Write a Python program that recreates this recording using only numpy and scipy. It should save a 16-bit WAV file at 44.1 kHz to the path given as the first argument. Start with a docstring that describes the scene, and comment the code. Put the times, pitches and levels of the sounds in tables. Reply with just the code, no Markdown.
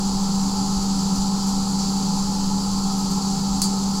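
"""An electric blower hums as it feeds a coal forge in a small sheet-metal workshop.
Its spinning blades make the hum, while air rushes through the duct and hisses out of the coal bed.
The coals tick faintly, and a few soft, low thumps sound underneath.
Near the end an iron tool knocks once on the hearth and rings briefly."""
import sys
import numpy as np
from scipy import signal
from scipy.fft import rfft, irfft
from scipy.io import wavfile
from scipy.ndimage import uniform_filter1d

SR = 44100
rng = np.random.default_rng(int(sys.argv[2]) if len(sys.argv) > 2 else 0)


def digitize_waveform(pressure):
    """Quantize a signal to 16-bit integers and store it at the path in sys.argv[1].

    Rows of a 2-D input are taken as channels; values are limited to [-1, 1].
    """
    field = np.atleast_2d(pressure).T
    bounded = np.clip(field, -1, 1)
    quanta = np.round(bounded * 32767).astype(np.int16)
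    wavfile.write(sys.argv[1], SR, quanta)


N = 4 * SR

# How long the room takes to fade by 60 dB: pitch_hz, fade_s
ROOM_FADE = [(500, 0.24), (5000, 0.33), (8000, .27), (15000, .15)]
# Echoes from the hood and walls: delay_s, gain
ECHOES = [(.0035, 0.19), (.0065, 0.35), (.01, .27), (.0175, 0.25), (.0225, .22), (.027, .22), (.037, 0.11)]
# Faint noise, separate in each channel, with a low bump near 200 Hz: pitch_hz, relative_db
SIDE_NOISE_COLOUR = [(50, -6), (200, 0), (1100, -16), (2300, 7.5), (3600, -6), (4600, -9), (7400, -6), (8500, 5),
                     (15500, 15)]
# Soft, low thumps: middle_s, level_db
THUMPS = [(.785, -24), (1.195, -25.5), (2.62, -29), (3.525, -26)]
# Ticks and scuffs at the coals: start_s, level_db, fade_s, brightness_db_per_octave
TICKS = [(.99, -32, 0.016, -10), (1.153, -32, .015, -3), (1.468, -35, .025, 1), (1.789, -33, .04, -11),
         (1.961, -40, .025, -1), (2.98, -41, .015, 7), (3.109, -39, .009, 15), (3.16, -46, .009, 13),
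         (3.97, -35, .015, -5)]
# Tone of the ticks and crackles: pitch_hz, relative_db
TICK_COLOUR = [(2000, -34), (3500, -16), (4500, 5), (7500, 6.5), (9000, -6), (11000, -4), (13500, -11),
               (15500, -21)]
# Tone of the tool's sharp crack: pitch_hz, relative_db
KNOCK_COLOUR = [(400, -13), (1500, -29), (2600, -22), (3800, -13), (4350, 2), (4850, 5.5), (5600, -2),
                (7700, 3.5), (9000, -8), (10700, 1.5), (12000, -8.5), (16000, -11)]
# Ringing notes of the iron, each fading by 60 dB: pitch_hz, level_db, fade_s
IRON_NOTES = [(4427, -30, 0.052), (4670, -18.5, 0.12), (4867, -28, 0.055), (6530, -41, .08),
              (7300, -26, 0.13), (9660, -37, .06)]
# Tone of the air leaving the coal bed: pitch_hz, relative_db
HISS_COLOUR = [(600, -30), (1950, -25), (2600, -21), (3300, -15), (3750, -13.5), (4250, -3.5), (4650, 0.2),
               (5350, -6.5), (6700, -5.5), (7400, -3), (8100, -12.5), (9050, -23.5), (9800, -13),
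               (10500, -22.5), (11900, -27.5), (13200, -24.5), (14200, -34), (15700, -48)]
# Slight rise and fall of the hiss: time_s, change_db
HISS_SWELL = [(0, 0), (1, 0.2), (1.65, 0), (1.95, 0.6), (2.25, 0), (2.6, -0.6), (3.05, 0), (3.45, 0),
              (4, -0.5)]
# Tone of the air in the duct: pitch_hz, relative_db
RUSH_COLOUR = [(4, -23), (12, 13), (22, -2), (45, -2.5), (78, -9), (100, -14), (116, -2), (148, -9),
               (210, -4), (255, -8.5), (290, -9.5), (312, -18.5), (372, -19), (430, -13), (485, -13.5),
               (545, -21), (660, -22), (740, -15), (800, -8), (1040, -13.5), (1130, -17), (1370, -19.5),
               (1450, -25), (1650, -35), (2100, -53), (4000, -69)]
# Hollow notes of the duct and fan housing: pitch_hz, width_hz, level_db
DUCT_NOTES = [(62.8, 7.4, -46), (169.3, 11.3, -36), (182, 18, -36.5), (272.2, 18.7, -40.5),
              (855.8, 34.5, -40), (984, 18, -51.5), (1054, 6.7, -49.5), (1272, 35, -47.5), (1342, 35, -51),
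              (1742, 54, -66)]
# How fast the blades pass and how the loudness shifts: time_s, blade_hz, change_db
FAN_SPEED = [(0, 195.45, 0), (.9, 195.3, 0.8), (1.6, 195.4, 0.3), (2.3, 195.4, -0.1), (4, 195.4, -0.1)]
# Tones in the fan's hum: cycles_per_turn, level_db
HUM_TONES = [(3, -46.5), (4, -23.5), (7, -53), (8, -46), (12, -60.5), (16, -41.5), (20, -53.5), (24, -58.5),
             (36, -68.5)]


def amp(db):
    """Turns decibels into a number to multiply by."""
    return 10 ** (np.asarray(db) / 20)


def unit(x):
    """Scales a signal to an average strength (rms) of 1."""
    return x / np.sqrt(np.mean(x ** 2) + 1e-20)


def read(points, hz):
    """Looks up a pitch in a table, sliding between rows on an octave scale."""
    pitches, values = np.transpose(points)
    return np.interp(np.log(hz + 1), np.log(pitches + 1), values)


def bins():
    """The frequencies in Hz that make up the whole sound."""
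    return np.fft.rfftfreq(N, 1 / SR)


def noise(gain):
    """Noise of strength 1, with each frequency weighted by gain."""
    return unit(irfft(rfft(rng.standard_normal(N)) * gain, N))


def drift(rate_hz):
    """A smooth random wobble, mostly slower than rate_hz."""
    return noise(np.exp(-(bins() / rate_hz) ** 2) * (bins() > 0))


def colour(x, points):
    """Gives a sound the tone described in a table."""
    hz = abs(np.fft.fftfreq(2048, 1 / SR))
    log_gain = np.log(amp(read(points, hz)))
    taps = np.fft.ifft(np.exp(np.conj(signal.hilbert(log_gain)))).real  # rings only after a hit
    return signal.oaconvolve(x, taps / np.linalg.norm(taps))[:N]


def workshop(x):
    """The hood and walls add quick echoes and a short fading tail to a sound."""
    hz, t, spectrum = signal.stft(rng.standard_normal(SR // 2), SR, nperseg=256)
    fade = amp(-60 * t / read(ROOM_FADE, hz)[:, None])
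    rise = np.minimum(t / .008, 1)
    response = signal.istft(spectrum * fade * rise, SR, nperseg=256)[1]
    response *= amp(-1.5) / np.linalg.norm(response)
    response[0] += 1  # the direct sound
    for delay_s, gain in ECHOES:
        response[round(delay_s * SR)] += gain
    return signal.fftconvolve(x, response)[:N]


def thumps(pitch_hz=37.7, width_s=.022):
    """Each thump, perhaps a shifting foot, is a wave or two of deep bass."""
    t, out = np.arange(N) / SR, np.zeros(N)
    for middle_s, level_db in THUMPS:
        swell = amp(level_db) * np.exp(-((t - middle_s) / width_s) ** 2)
        out += swell * np.sin(2 * np.pi * (pitch_hz * (t - middle_s) + rng.random()))
    return out


def coal_ticks(crackles_per_s=14):
    """The coals give a few gritty ticks and scuffs over tiny scattered crackles."""
    t = np.arange(N) / SR
    crackles = amp(-26) * rng.standard_normal(N) * (rng.random(N) < crackles_per_s / SR)
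    out = colour(crackles, TICK_COLOUR)
    for start_s, level_db, fade_s, brightness in TICKS:
        fade = (t >= start_s) * np.exp(-abs(t - start_s) / fade_s)
        grit = amp(level_db) * fade * unit(rng.laplace(size=N))
        tone = [(hz, db + brightness * np.log2(hz / TICK_COLOUR[0][0])) for hz, db in TICK_COLOUR]
        out += colour(grit, tone)
    return out


def tool_knock(start_s=3.618, hold_s=.0021, crack_fade_s=.001):
    """Iron hits iron with a hard crack and a short ring."""
    t = np.arange(N) / SR - start_s
    age = np.maximum(t, 0)
    crack = (t >= 0) * np.exp(-np.maximum(age - hold_s, 0) / crack_fade_s) * rng.standard_normal(N)
    ring = sum(amp(db - 60 * age / fade_s) * np.sin(2 * np.pi * hz * age)
               for hz, db, fade_s in IRON_NOTES)
    return amp(-14) * colour(crack, KNOCK_COLOUR) + ring


def coal_hiss(level_db=-31.5, flicker_db=.31, patch_db=.5, room_share=.28):
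    """Jets of air hiss through the coal bed, swelling and flickering slightly."""
    hz, _, spectrum = signal.stft(rng.standard_normal(N), SR, nperseg=512, noverlap=384)
    # Random patches of pitch and time turn a little louder or softer.
    patches = uniform_filter1d(rng.standard_normal(spectrum.shape), size=5, axis=0)
    patches = unit(uniform_filter1d(patches, size=24, axis=1))
    spectrum *= amp(read(HISS_COLOUR, hz)[:, None] + patch_db * patches)
    air = signal.istft(spectrum, SR, nperseg=512, noverlap=384)[1][:N]
    air = unit((1 - room_share) * air + room_share * workshop(air))
    swell_db = np.interp(np.arange(N) / SR, *np.transpose(HISS_SWELL))
    return air * amp(level_db + swell_db + flicker_db * drift(rate_hz=24))


def duct_rush(rush_db=-30.5):
    """Swirling air makes a low rush and stirs up the duct's hollow notes."""
    out = amp(rush_db) * noise(amp(read(RUSH_COLOUR, bins())))
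    for pitch_hz, width_hz, level_db in DUCT_NOTES:
        peak = 1 / (1 + (2 * (bins() - pitch_hz) / width_hz) ** 2)
        out += amp(level_db) * noise(peak)
    return out


def fan_hum(blades=4, wander_hz=.15):
    """The passing blades make the loudest tone; swirling air shakes the other tones most."""
    t, out = np.arange(N) / SR, np.zeros(N)
    time_s, blade_hz, change_db = np.transpose(FAN_SPEED)
    pitch_hz = np.interp(t, time_s, blade_hz) + wander_hz * drift(rate_hz=2.85)
    turns = np.cumsum(pitch_hz / blades) / SR
    for cycles_per_turn, level_db in HUM_TONES:
        shake = .065 if cycles_per_turn == blades else .28
        flutter = 1 + shake * (drift(rate_hz=8.5) + 1j * drift(rate_hz=11.5))  # in loudness and timing
        tone = np.exp(2j * np.pi * (cycles_per_turn * turns + rng.random()))
        out += amp(level_db) * unit((flutter * tone).real)
    return out * amp(np.interp(t, time_s, change_db))


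def scene(right_db=-.0447):
    """Blower, coals, thumps and tool reach the left and right channels almost alike."""
    sound = fan_hum() + duct_rush() + coal_hiss() + thumps() + workshop(tool_knock() + coal_ticks())
    return np.array([sound, amp(right_db) * sound])


def record(dry, cutoff_hz=15850):
    """Faint separate noise is added to each side, then the highest treble is cut."""
    mic_noise = amp(-51) * np.array([noise(amp(read(SIDE_NOISE_COLOUR, bins()))) for _ in dry])
    treble_cut = signal.firwin(511, cutoff_hz, window=("kaiser", 9), fs=SR)
    return signal.oaconvolve(dry + mic_noise, treble_cut[None], "same")


dry = scene()
out = record(dry)
digitize_waveform(out)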